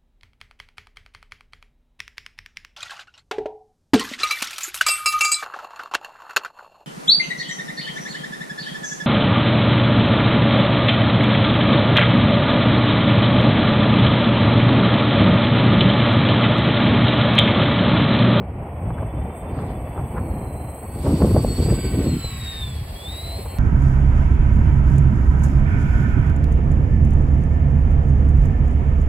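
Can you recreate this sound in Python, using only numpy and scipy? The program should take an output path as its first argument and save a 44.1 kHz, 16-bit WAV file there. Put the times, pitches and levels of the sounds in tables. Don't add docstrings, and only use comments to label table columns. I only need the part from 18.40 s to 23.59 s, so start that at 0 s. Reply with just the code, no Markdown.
import sys
import numpy as np
from scipy import signal
from scipy.fft import rfft, irfft, next_fast_len
from scipy.io import wavfile
from scipy.ndimage import uniform_filter1d

SR = 44100
rng = np.random.default_rng(int(sys.argv[2]) if len(sys.argv) > 2 else 0)


def generate_wav(signal):
    frames = np.transpose(np.atleast_2d(signal))
    scaled = np.clip(frames, -1, 1) * 32767
    pcm = np.round(scaled).astype(np.int16)
    wavfile.write(sys.argv[1], SR, pcm)


N = 228702
TIME_S, FREQ_HZ = np.arange(N) / SR, np.arange(N // 2 + 1) * SR / N

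# hz, half_turns
STEREO_PHASE = [(3000, 0), (4100, -.25), (6200, -.8), (7700, 0), (8300, 0), (9750, 1), (11400, 2),
                (13150, 3), (15750, 4.5)]
TOP_HZ = 15750

# time_s, level_db
COUNTRY_LEVEL = [(0, -35), (.55, -33), (1.9, -33), (3.3, -40), (3.9, -46), (4.4, -43), (4.85, -41),
                 (5.19, -36.5)]
# hz, density_db
COUNTRY_COLOUR = [(150, 4.5), (400, -0.5), (750, 2), (1100, -8.5), (1550, -21), (2300, -19), (2900, -31),
                  (3500, -46.5), (6000, -57.5)]
OPENS_FROM_S, OPENS_OVER_S = 3.13, 0.36

# full_strength_s, hold_s, rumble_db, relative_turbulence_db
GUSTS = [(0.0, 0.0035, -36, -24.5), (0.13, 0.06, -46, -43), (0.43, 0.086, -24, -33.5),
         (0.588, 0.075, -26, -43), (0.758, 0.091, -24.5, -41), (1.1, 0.14, -30, -30),
         (1.272, 0.13, -33.5, -33.5), (1.593, 0.041, -24.5, -35), (1.753, 0.21, -26.5, -29.5),
         (2.018, 0.15, -33.5, -34.5), (2.57, 0.03, -31, -28.5), (2.654, 0.095, -20, -17.5),
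         (2.8, 0.054, -16, -14), (2.875, 0.055, -18, -19.5), (2.947, 0.04, -14, -15.5),
         (3.041, 0.084, -20.5, -23.5), (3.188, 0.042, -18, -21.5), (3.259, 0.092, -19, -22),
         (3.446, 0.093, -24, -28.5), (3.532, 0.17, -22.5, -25), (4.242, 0.13, -29, -60),
         (4.98, 0.23, -38.5, -57)]
GUST_ATTACK_S, GUST_RELEASE_S = .025, .028
# centre_s, width_s, change_db
CALMS = [(.28, 0.035, -4.5), (.96, 0.046, -7), (2.39, 0.075, -6.5), (4.62, 0.036, -8)]
# hz, density_db
RUMBLE_COLOUR = [(15, -54), (30, -15.5), (50, 2), (75, 6), (110, 1.5), (160, -6), (250, -15), (500, -56.5)]
TURBULENCE_COLOUR = [(80, -3.5), (170, 5), (280, 1), (450, -4), (700, -15.5), (1100, -22.5), (1700, -37),
                     (3000, -71)]
BREEZE_DB, BREEZE_EDDIES_DB, BREEZE_SWAY_DB = -30.5, -43, 1
LULL_S, LULL_DB, LULL_RUMBLE_DB, LULL_CORNER_HZ = 4.1, -1.5, -31, 95
# centre_s, relative_level_db, length_s, corner_hz
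BUFFETS = [(0.029, -41, .004, 1160), (0.505, -30, 0.0057, 1280), (0.585, -35, .012, 1360),
           (0.63, -27.5, 0.0051, 960), (1.176, -28, 0.0051, 600), (1.19, -39, 0.038, 1380),
           (1.578, -32, 0.018, 1160), (1.781, -28.5, 0.011, 1420), (2.669, -19.5, 0.008, 730),
           (2.735, -12, 0.0093, 333), (2.818, -15.5, 0.0092, 530), (2.821, -26, 0.0057, 1350),
           (2.846, -11, 0.0024, 666), (2.945, -17, 0.0033, 250), (2.966, -15.5, 0.0068, 760),
           (3.047, -14, 0.0014, 687), (3.201, -10.5, 0.0011, 448), (3.283, -20, 0.0042, 550),
           (3.303, -36, 0.0076, 2070), (3.311, -13, 0.008, 170), (3.325, -15, 0.0045, 497),
           (3.389, -25, 0.007, 510), (3.446, -22, 0.011, 430), (3.588, -16.5, 0.017, 365),
           (3.669, -19, 0.019, 384), (3.736, -19.5, 0.032, 285), (3.767, -18, 0.0041, 250),
           (3.843, -17.5, 0.0039, 137), (3.845, -30.5, 0.0045, 760), (3.979, -22, 0.0054, 150),
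           (4.412, -15, 0.0031, 127), (4.683, -28.5, 0.005, 150), (4.759, -36, 0.003, 400),
           (4.85, -28, 0.0078, 130), (4.99, -27, 0.0038, 415), (5.061, -36, 0.0053, 1120),
           (5.136, -31, 0.0035, 397)]

NEAREST_S, SPEED_M_S, NEAREST_M = 3.285, 10.8, 3.57
# time_s, pitch_hz
THROTTLE = [(0, 4245), (.95, 4665), (1.12, 4640), (1.4, 4530), (1.58, 4555), (1.75, 4460), (1.95, 4175),
            (2.15, 4070), (2.37, 4115), (2.47, 4365), (2.56, 4490), (2.7, 4515), (2.93, 4490), (3.1, 4385),
            (3.21, 4460), (3.29, 4570), (3.41, 4605), (3.57, 4535), (3.7, 4210), (3.98, 3830), (4.2, 3660),
            (4.35, 3370), (4.45, 3250), (4.55, 3250), (4.65, 3480), (4.72, 3740), (4.86, 3975),
            (5.02, 4005), (5.19, 4165)]
# time_s, offset_hz
SECOND_MOTOR = [(1.4, 20), (2.2, 28), (2.4, 60), (2.75, 130), (3, 135), (3.2, 115), (3.27, 190), (3.5, 115),
                (3.72, 10), (3.85, 60), (4, 70), (4.17, 160), (4.5, 90), (4.62, 110), (4.71, 230),
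                (4.93, 190), (5.19, 175)]
WHINE_PER_TURN, BLADES = 36, 3

# time_s, pitch_hz
WHISTLE_PITCH = [(0, 8205), (.6, 8195), (.95, 8165), (1.6, 8185), (2.05, 8135), (2.4, 8150), (2.7, 8110),
                 (3.05, 8070), (3.25, 7990), (3.55, 7895), (3.85, 7805), (4.2, 7770), (4.7, 7785),
                 (5.19, 7810)]
# time_s, change_db
WHISTLE_SHADE = [(0, -14), (.45, -2), (1.3, -1), (3.1, 0), (3.3, 2), (3.65, 0), (3.87, 4), (4.12, -1),
                 (4.3, 0), (4.4, -9), (4.55, -9), (4.62, 1), (5.19, 1)]
# shaft_rate_multiple, relative_db
SIDE_LINES = [(-1, -10), (1, -14), (3, -17)]
WHISTLE_DB, AIR_DB_PER_M = -43, 0.01
DETUNE_HZ, WHISTLE_WAVER_HZ = 21, 4.5
SWELL_AT_S, SWELL_WIDTH_S, SWELL_DB = 0.98, 0.034, 8.5

# time_s, level_db
BUZZ_LEVEL = [(2.6, -57.5), (3.1, -52.5), (3.4, -47), (3.9, -46), (4.2, -49), (4.45, -56.5), (4.85, -54),
              (5.19, -47)]
# hz, density_db
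BUZZ_COLOUR = [(950, 4), (1100, 7.5), (1500, -16.5), (1900, 3.5), (2300, 5.5), (2700, 4.5), (3100, -6.5),
               (3500, -14)]
CHOP_DEPTH = .8
BLADE_ORDERS, BLADE_TONE_DB = range(3, 10), -7.5
REFLECTION_S, REFLECTION_DB = .00261, -4

# time_s, level_db
HISS_LEVEL = [(0, -74.5), (.36, -65.5), (1.05, -63), (3.1, -47), (4.1, -49.5), (4.45, -53.5), (4.75, -48.5),
              (5.19, -49)]
# time_s, level_db
RUSH_LEVEL = [(0, -87), (1.08, -77.5), (1.19, -59), (1.245, -65), (1.295, -58.5), (1.38, -74),
              (2.48, -70.5), (2.65, -49), (3.4, -48), (4.15, -46), (4.45, -51), (4.8, -48.5), (5.0, -50),
              (5.19, -61)]
# time_s, level_db
TIP_LEVEL = [(2.45, -85), (2.66, -52.5), (3.32, -54), (3.45, -81), (5.19, -80)]
# hz, density_db
HISS_COLOUR = [(7750, -36), (7950, -6), (8150, 7), (9500, -0.5), (11200, 5.5), (13000, -3), (15700, -1)]
RUSH_COLOUR = [(400, 6), (750, -8), (1050, 3.5), (1300, 0), (1620, -1), (1950, 1.5), (2600, 1.5),
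               (3400, -1), (4400, 2), (5200, -4.5), (6400, -15), (7700, -6.5)]
TIP_COLOUR = [(5100, 3.5), (5600, 2.5), (6400, -6.5), (7200, 0.5), (7800, 11.5)]

# time_s, level_db
FIRST_WHINE = [(0, -74), (.2, -100), (.95, -90), (1.08, -81), (1.15, -65), (1.25, -80), (1.36, -78),
               (1.55, -77), (1.7, -83), (1.85, -73), (2.02, -66), (2.38, -65), (2.5, -68), (2.63, -54),
               (2.85, -51), (3.04, -56), (3.1, -41.5), (3.38, -48), (3.49, -43), (3.61, -51), (3.72, -45),
               (3.85, -52), (4.02, -44), (4.1, -36), (4.22, -35), (4.32, -47), (4.42, -56), (4.46, -72),
               (4.54, -70), (4.562, -47), (4.63, -46), (4.67, -38.5), (4.74, -43), (4.81, -37), (4.94, -42),
               (5.02, -56), (5.19, -56)]
# time_s, level_db
SECOND_WHINE = [(1.1, -100), (1.4, -82), (1.7, -82), (2.05, -72), (2.4, -71), (2.68, -68), (2.75, -52),
                (2.86, -62), (3.0, -44), (3.1, -55), (3.3, -48), (3.6, -58), (3.78, -54), (3.84, -38),
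                (3.93, -43), (3.98, -53), (4.05, -45), (4.2, -45), (4.4, -62), (4.55, -63), (4.65, -57),
                (4.7, -41.5), (4.79, -50), (4.95, -44), (5.02, -55), (5.19, -52)]
# share_of_whine_pitch, level_db, loudest_s, width_s
PROP_TONES = [(.1667, -49, 4.62, .07), (.1667, -46.5, 4.93, .09), (.28, -49, 3.93, .08),
              (.29, -53, 4.27, .06), (.333, -51.5, 3.46, .16), (.333, -51, 3.82, .09),
              (.486, -48.5, 3.45, .11), (.486, -50.5, 4.14, .15), (.535, -58, 4.47, .14),
              (.535, -53, 4.84, .14), (.57, -55, 4.05, .12), (.75, -54, 3.8, .12)]
FADING_DB = 2
GROUND_DB, GROUND_OVERHEAD_DB, GROUND_WANDER, GROUND_RATE = -11, -4, .8, 4.5


def undb(db):
    return 10 ** (np.asarray(db) / 20)


def curve(table):
    times_s, values = np.transpose(table)
    return np.interp(TIME_S, times_s, values)


def bump(centre_s, width_s):
    return np.exp(-((TIME_S - centre_s) / width_s) ** 2)


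def walk(rate_hz):
    size = next_fast_len(N)
    hz = np.arange(size // 2 + 1) * SR / size
    spectrum = rfft(rng.standard_normal(size)) * np.exp(-(hz / rate_hz) ** 2)
    x = irfft(spectrum, size)[:N]
    return x / x.std()


def noise(colour):
    hz, db = np.transpose(colour)
    octave, knots = np.log2(FREQ_HZ + 1), np.log2(hz)
    beyond = np.abs(octave - np.clip(octave, knots[0], knots[-1]))
    gain = undb(np.interp(octave, knots, db) - 150 * beyond)
    x = irfft(rfft(rng.standard_normal(N)) * gain, N)
    return x / x.std()


def steady(x, span_s):
    power = uniform_filter1d(x ** 2, max(int(span_s * SR), 8))
    return x / np.sqrt(power + 1e-9)


def stereo(x):
    turn = np.exp(-1j * np.pi * np.interp(FREQ_HZ, *np.transpose(STEREO_PHASE)))
    return np.array([x, irfft(rfft(x) * turn, N)])


def wide(colour, width, split_hz):
    side = irfft(rfft(noise(colour)) / (1 + (split_hz / (FREQ_HZ + 1)) ** 6), N)
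    return noise(colour) + width * side * np.array([[1], [-1]])


def tone(hz, waver_hz, flutter_db):
    phase = 2 * np.pi * np.cumsum(hz + waver_hz * walk(45.1)) / SR
    return np.sqrt(2) * np.sin(phase) * undb(flutter_db * walk(33))


def country():
    share = np.clip((TIME_S - OPENS_FROM_S) / OPENS_OVER_S, 0, 1)
    narrow = wide(COUNTRY_COLOUR, width=1.0, split_hz=1100)
    broad = wide(COUNTRY_COLOUR, width=1.0, split_hz=480)
    level_db = curve(COUNTRY_LEVEL) - 2.0 + 1.38 * walk(39)
    return (np.sqrt(1 - share) * narrow + np.sqrt(share) * broad) * undb(level_db)


def gust(full_s, hold_s):
    rise = np.clip(1 + (TIME_S - full_s) / GUST_ATTACK_S, 0, 1)
    return rise * np.exp(-np.maximum(TIME_S - full_s - hold_s, 0) / GUST_RELEASE_S)


def wind():
    sway_db = BREEZE_SWAY_DB * walk(9.2)
    sway_db = sway_db + sum(db * bump(centre_s, width_s) for centre_s, width_s, db in CALMS)
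    lull = np.clip((TIME_S - LULL_S) / 0.04, 0, 1)
    rumble_power = undb(BREEZE_DB + sway_db) ** 2 * (1 - lull)
    eddy_power = undb(BREEZE_EDDIES_DB + sway_db + LULL_DB * lull) ** 2
    for full_s, hold_s, rumble_db, turbulence_db in GUSTS:
        shape = gust(full_s, hold_s)
        rumble_power = rumble_power + (shape * undb(rumble_db)) ** 2
        eddy_power = eddy_power + (shape * undb(turbulence_db)) ** 2
    rumble = steady(noise(RUMBLE_COLOUR), span_s=0.086) * np.sqrt(rumble_power)
    eddies = wide(TURBULENCE_COLOUR, width=1.0, split_hz=1110) * undb(2.44 * walk(74))
    turbulence = steady(eddies, span_s=0.059) * np.sqrt(eddy_power)
    low_pass = signal.butter(2, LULL_CORNER_HZ, fs=SR, output="sos")
    deep = steady(signal.sosfilt(low_pass, noise(RUMBLE_COLOUR)), span_s=0.2)
    return rumble + undb(-2.5) * turbulence + deep * lull * undb(LULL_RUMBLE_DB + sway_db)


def buffets():
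    out = np.zeros(N)
    for centre_s, db, length_s, corner_hz in BUFFETS:
        envelope = np.exp(-.5 * ((TIME_S - centre_s) / length_s) ** 2)
        swirl = 0.82 * rng.standard_normal(N) * envelope
        swirl[int(centre_s * SR)] += 0.7 * np.sqrt(length_s * SR) * rng.choice([-1, 1])
        band = signal.butter(4, [corner_hz / 5, corner_hz], "band", fs=SR, output="sos")
        out += signal.sosfilt(band, swirl) * undb(db) * np.sqrt(SR / 2 / corner_hz)
    return out


def distance():
    return np.hypot(SPEED_M_S * (TIME_S - NEAREST_S), NEAREST_M)


def controllers(carrier_hz):
    metres = distance()
    shaft_hz = curve(THROTTLE) / WHINE_PER_TURN
    level_db = WHISTLE_DB + curve(WHISTLE_SHADE) - AIR_DB_PER_M * (metres - NEAREST_M)
    level_db = level_db + SWELL_DB * bump(SWELL_AT_S, SWELL_WIDTH_S)
    gain = undb(level_db) * NEAREST_M / metres
    first = tone(carrier_hz, WHISTLE_WAVER_HZ, flutter_db=2)
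    second = undb(-6) * tone(carrier_hz - DETUNE_HZ, WHISTLE_WAVER_HZ, flutter_db=2)
    side_lines = sum(undb(db) * tone(carrier_hz + k * shaft_hz, waver_hz=10, flutter_db=3)
                     for k, db in SIDE_LINES)
    return stereo(gain * (first + second + side_lines))


def propellers():
    first_hz = curve(THROTTLE)
    buzz = 0
    for whine_hz in (first_hz, first_hz + curve(SECOND_MOTOR)):
        blade_hz = whine_hz * BLADES / WHINE_PER_TURN
        chop = 1 + CHOP_DEPTH * np.sin(2 * np.pi * np.cumsum(blade_hz) / SR)
        chopped = noise(BUZZ_COLOUR) * chop
        harmonics = sum(tone(k * blade_hz, waver_hz=12, flutter_db=3) for k in BLADE_ORDERS)
        buzz = buzz + chopped + undb(BLADE_TONE_DB) * harmonics
    buzz = buzz + undb(REFLECTION_DB) * np.interp(TIME_S - REFLECTION_S, TIME_S, buzz)
    return stereo(buzz / buzz.std() * undb(curve(BUZZ_LEVEL) + 1.5 * walk(25)))


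def air(rush_db):
    hiss_db = curve(HISS_LEVEL) + SWELL_DB * bump(SWELL_AT_S, SWELL_WIDTH_S)
    hiss_db = hiss_db + 2.0 + 0.77 * walk(26)
    hiss = stereo(noise(HISS_COLOUR)) + undb(-22) * wide(HISS_COLOUR, width=4.5, split_hz=700)
    rush = stereo(noise(RUSH_COLOUR)) + undb(-10) * wide(RUSH_COLOUR, width=3.5, split_hz=810)
    tips = noise(TIP_COLOUR) * undb(curve(TIP_LEVEL))
    flutter = undb(walk(24))
    return flutter * (rush * undb(rush_db) + tips) + hiss * undb(hiss_db)


def whine(hz):
    phase = 2 * np.pi * np.cumsum(hz + 5 * walk(47)) / SR
    echo_gain = undb(GROUND_DB + (GROUND_OVERHEAD_DB - GROUND_DB) * bump(NEAREST_S, .45))
    echo = echo_gain * np.sin(phase + 2 * np.pi * GROUND_WANDER * walk(GROUND_RATE))
    unit_power = np.sqrt(2 / (1 + echo_gain ** 2))
    return (np.sin(phase) + echo) * unit_power * undb(FADING_DB * walk(31))


def motors(carrier_hz, rush_db):
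    first_hz = curve(THROTTLE)
    second_hz = first_hz + curve(SECOND_MOTOR)
    out = 0
    for share, db, loudest_s, width_s in PROP_TONES:
        line = tone(share * first_hz, waver_hz=8, flutter_db=2.5)
        out = out + undb(db) * bump(loudest_s, width_s) * line
    for hz, levels, beat_db in ((first_hz, FIRST_WHINE, -22), (second_hz, SECOND_WHINE, -25)):
        throttle_db = 20 * np.log10(hz / hz.max())
        beat_gain = undb(beat_db - 4 * throttle_db)
        beat = beat_gain * tone(carrier_hz - hz, waver_hz=22, flutter_db=3)
        out = out + undb(curve(levels)) * whine(hz) + undb(rush_db) * beat
    return stereo(out)


def scene():
    gusts = wind() + undb(1.0) * buffets()
    gusts = .85 * np.tanh(gusts / .85)
    carrier_hz, rush_db = curve(WHISTLE_PITCH), curve(RUSH_LEVEL)
    plane = controllers(carrier_hz) + propellers() + air(rush_db) + motors(carrier_hz, rush_db)
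    return country() + gusts + plane


def record(dry):
    ease = np.clip(np.minimum(TIME_S, TIME_S[-1] - TIME_S) / .006, 0, 1)
    top_cut = signal.ellip(10, .2, 80, TOP_HZ, fs=SR, output="sos")
    return signal.sosfilt(top_cut, dry * ease ** 2)


dry = scene()
out = record(dry)
generate_wav(out)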